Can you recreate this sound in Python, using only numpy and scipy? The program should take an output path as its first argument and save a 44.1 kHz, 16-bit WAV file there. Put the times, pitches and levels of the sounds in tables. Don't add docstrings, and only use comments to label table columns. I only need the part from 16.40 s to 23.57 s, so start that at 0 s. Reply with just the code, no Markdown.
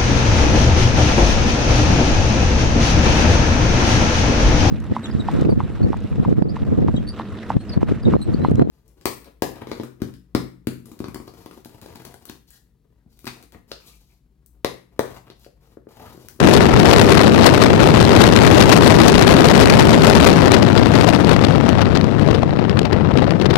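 import sys
import numpy as np
from scipy import signal
from scipy.io import wavfile
from scipy.ndimage import uniform_filter1d

SR = 44100
rng = np.random.default_rng(int(sys.argv[2]) if len(sys.argv) > 2 else 0)


def to_wav(sig):
    pcm = np.clip(np.atleast_2d(sig), -1, 1) * 32767
    pcm = np.round(pcm).astype(np.int16)
    wavfile.write(sys.argv[1], SR, pcm.T)


N = 316197

# time_s, strength_db
AIRSTREAM = [(0, -15.5), (.15, -14.5), (.33, -19.5), (.5, -14.5), (1.3, -17), (1.9, -16), (2.33, -14.5),
             (2.95, -15.5), (3.88, -15.2), (4.05, -19), (4.42, -19.5), (4.65, -17.5), (5.55, -24),
             (5.98, -22.5), (6.14, -26), (6.64, -27), (6.8, -24.5), (7.17, -26)]
CRUISE_DB = -16
# freq_hz, density_db, growth_db_per_strength_db, gust_swing_db
EDDY_SPECTRUM = [(27.9, -77, -0.5, -20.5), (60.6, -38.5, 1, 11), (108.5, -29.5, 0.3, 3.5),
                 (252, -30.5, 0.73, 2), (490, -37, 1.12, 6.5), (916, -45.5, 1.1, 7), (2054, -54.5, 1.44, 7),
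                 (3900, -67, 1.88, 10.5), (7040, -65, 2.5, 8), (15200, -55, 3, 8.5)]
# freq_hz, relative_density_db
HISS_SPECTRUM = [(300, -4), (1000, 0), (2000, -5), (4300, -9), (6500, -21), (10000, -31), (15000, -38)]
# freq_hz, relative_density_db
WASH_SPECTRUM = [(25, -18), (50, -7), (95, 0), (200, -3), (300, -7), (500, -10), (660, -17), (1000, -19),
                 (1300, -24), (2700, -32.5), (4000, -40), (7000, -47), (9000, -55), (15000, -55)]
# time_s, speed_ratio, hum_db
MOTOR_RUN = [(0, 1, -21), (2.0, 1, -21.5), (3.4, 1, -19.5), (3.88, 1, -20), (3.97, .955, -20),
             (4.1, .825, -25), (4.35, .63, -36), (4.7, .43, -60), (5.5, .2, -90)]
# shaft_multiple, relative_db
HUM_HARMONICS = [(1, -14), (2, 0), (3, -11), (5, -28), (13, -33)]
# freq_hz, relative_density_db
RUMBLE_SPECTRUM = [(25, -18), (50, -13), (100, 5), (170, -8), (300, -12.5), (550, -19.5), (1000, -34),
                   (2000, -43), (4000, -53.5), (8000, -61), (15000, -81)]
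# centre_s, relative_peak_db, duration_s
HARD_SLAPS = [(0.152, -5, 0.0061), (0.4, -1, 0.0034), (0.512, -9, .008), (.722, -3, 0.0073),
              (1.067, 10, 0.0058), (1.227, -4, 0.0058), (1.818, 7, 0.0074), (2.211, 2, 0.0067),
              (2.326, 0.5, 0.016), (2.464, -2, 0.0049), (2.684, -1, 0.0053), (3.201, 0, .003),
              (3.865, -3.5, 0.0046), (4.119, 4, 0.0028), (4.143, -6, 0.014), (4.228, -13, 0.0038),
              (4.612, -5, .004), (5.046, -13, 0.0055), (5.291, -7, 0.0019), (5.418, -13, 0.009),
              (5.643, -16, 0.0031), (5.822, -24, .005), (5.948, -19, .009), (6.296, -15, 0.0022),
              (6.392, -10.5, 0.0036), (6.53, -17.5, 0.009), (6.774, -13, 0.0038), (6.908, -14, 0.0031),
              (7, -19, 0.0032), (7.066, -18.5, 0.0021)]
# freq_hz, relative_density_db
PUFF_SPECTRUM = [(100, -14), (400, 4), (1200, -4.5), (2500, -14), (4500, -16), (8000, -25), (15000, -15.5)]


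def from_db(db):
    return 10 ** (np.asarray(db) / 20)


def unit_rms(x):
    return x / np.sqrt(np.mean(x ** 2) + 1e-20)


def per_sample(rows):
    time_s, *columns = np.transpose(rows)
    return [np.interp(np.arange(N) / SR, time_s, column) for column in columns]


def at_hz(rows, hz):
    freq_hz, *columns = np.transpose(rows)
    return [np.interp(np.log(hz), np.log(freq_hz), column) for column in columns]


def drift(rate_hz):
    pole = np.exp(-2 * np.pi * rate_hz * 10 / SR)
    white = rng.standard_normal(N // 10 + 4002)
    slow = signal.lfilter([1], [1, -2 * pole, pole * pole], white)[4000:]
    return np.interp(np.arange(N) / 10, np.arange(len(slow)), unit_rms(slow))


def noise_bands():
    edges_hz = 22 * 2 ** np.arange(0, 9.6, .5)
    white = rng.standard_normal((3, N))
    for k, (low_hz, high_hz) in enumerate(zip(edges_hz, edges_hz[1:])):
        bandpass = signal.butter(2, [low_hz, high_hz], "band", fs=SR, output="sos")
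        band = signal.sosfilt(bandpass, white[k % len(white)])
        yield np.sqrt(low_hz * high_hz), unit_rms(band) * np.sqrt(high_hz - low_hz)


def air_noise(spectrum, flutter_db):
    noise = sum(band * from_db(at_hz(spectrum, hz)[0]) for hz, band in noise_bands())
    return unit_rms(noise * from_db(flutter_db * drift(4.5)))


def airstream_strength_db(gust_rise_db=1.5, half_width_s=.019):
    coarse_s = np.arange(0, N, 100) / SR
    gusts = sum(np.exp(-((coarse_s - centre_s) / half_width_s) ** 2) for centre_s, _, _ in HARD_SLAPS)
    swell = np.interp(np.arange(N) / SR, coarse_s, np.minimum(gusts, 1))
    return per_sample(AIRSTREAM)[0] - CRUISE_DB + gust_rise_db * swell


def buffeting(gust_limit=2.98):
    strength_db = airstream_strength_db()
    gust = unit_rms(.22 * drift(20) + drift(170) + .35 * drift(500))
    gust = gust_limit * np.tanh(gust / gust_limit)
    roar = np.zeros(N)
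    for hz, band in noise_bands():
        density_db, growth, swing_db = at_hz(EDDY_SPECTRUM, hz)
        roar += band * from_db(density_db + growth * strength_db + swing_db * gust)
    return roar


def port_resonance(pressure, resonance_hz=4400, q=1.72):
    omega = 2 * SR * np.tan(np.pi * resonance_hz / SR)
    b, a = signal.bilinear([omega * omega], [1, omega / q, omega * omega], SR)
    return signal.lfilter(b, a, pressure)


def airstream_hiss(level_db=-28.5):
    mean_db = uniform_filter1d(per_sample(AIRSTREAM)[0] - CRUISE_DB, size=SR // 2)
    return from_db(level_db + 1.4 * mean_db) * air_noise(HISS_SPECTRUM, flutter_db=1)


def propeller_wash(level_db=-15.3):
    speed_ratio = per_sample(MOTOR_RUN)[0]
    return from_db(level_db) * speed_ratio ** 3 * air_noise(WASH_SPECTRUM, flutter_db=.4)


def motor_hum(full_speed_hz=199.4):
    speed_ratio, hum_db = per_sample(MOTOR_RUN)
    shaft_hz = full_speed_hz * speed_ratio * (1 + .0015 * drift(6))
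    shaft_rad = 2 * np.pi * np.cumsum(shaft_hz) / SR
    tones = sum(from_db(db + drift(4)) * np.sin(multiple * shaft_rad) for multiple, db in HUM_HARMONICS)
    return np.sqrt(2) * from_db(hum_db) * tones


def sheltered_rumble(powered_db=-24, takeover_db=-15, glide_db=-23, cut_s=4.04, rise_s=.32, settle_s=.42):
    since_cut_s = np.arange(N) / SR - cut_s
    risen = np.clip(since_cut_s / rise_s, 0, 1)
    settled = 1 - np.exp(-np.maximum(since_cut_s - rise_s, 0) / settle_s)
    level_db = powered_db + risen * (takeover_db - powered_db) + settled * (glide_db - takeover_db)
    return from_db(level_db) * air_noise(RUMBLE_SPECTRUM, flutter_db=1.7)


def eddy_slaps(rows, puff_gain_db=5.5, swing_gain_db=7, swing_db_per_db=.71):
    time_s = np.arange(N) / SR
    puff_envelope, swings = np.zeros((2, N))
    for centre_s, peak_db, duration_s in rows:
        swing_hz, phase_rad = rng.uniform(200, 450), rng.uniform(0, 2 * np.pi)
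        near = slice(*np.searchsorted(time_s, [centre_s - 2 * duration_s, centre_s + 2 * duration_s]))
        offset_s = time_s[near] - centre_s
        bell = np.exp(-(2 * offset_s / duration_s) ** 2)
        swing = bell * np.sin(2 * np.pi * swing_hz * offset_s + phase_rad)
        swings[near] += from_db(swing_gain_db + swing_db_per_db * peak_db) * swing
        puff_envelope[near] += from_db(puff_gain_db + peak_db) * bell
    puff = air_noise(PUFF_SPECTRUM, flutter_db=0) * from_db(5 * drift(700))
    local_rms = np.sqrt(uniform_filter1d(puff ** 2, size=130) + 1e-9)
    return swings + puff_envelope * puff / local_rms


def slap_flurries(flurries_per_s=4, slaps_each=3, flurry_s=.07, cruise_peak_db=-9.5, typical_s=.0035):
    start_s = rng.uniform(0, N / SR, (int(flurries_per_s * N / SR), 1))
    centre_s = np.ravel(start_s + rng.uniform(0, flurry_s, (len(start_s), slaps_each)))
    peak_scatter, duration_scatter = rng.standard_normal((len(centre_s), 2)).T
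    strength_db = np.interp(centre_s * SR, np.arange(N), airstream_strength_db())
    peak_db = cruise_peak_db + 1.05 * strength_db + 1.2 * peak_scatter
    duration_s = typical_s * np.exp(.45 * duration_scatter)
    return np.column_stack([centre_s, peak_db, duration_s])


def scene():
    hum = motor_hum()
    turbulence = buffeting() + eddy_slaps(np.vstack([HARD_SLAPS, slap_flurries()]))
    exposed = port_resonance(turbulence) + airstream_hiss() + from_db(-18) * hum
    sheltered = propeller_wash() + sheltered_rumble() + hum
    return np.array([exposed, sheltered])


def record(dry, ceiling=.84, coupling_hz=26, cutoff_hz=15600):
    saturated = dry / (1 + (dry / ceiling) ** 6) ** (1 / 6)
    coupled = signal.sosfilt(signal.butter(1, coupling_hz, "high", fs=SR, output="sos"), saturated)
    return signal.sosfilt(signal.ellip(10, .1, 90, cutoff_hz, fs=SR, output="sos"), coupled)


dry = scene()
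out = record(dry)
to_wav(out)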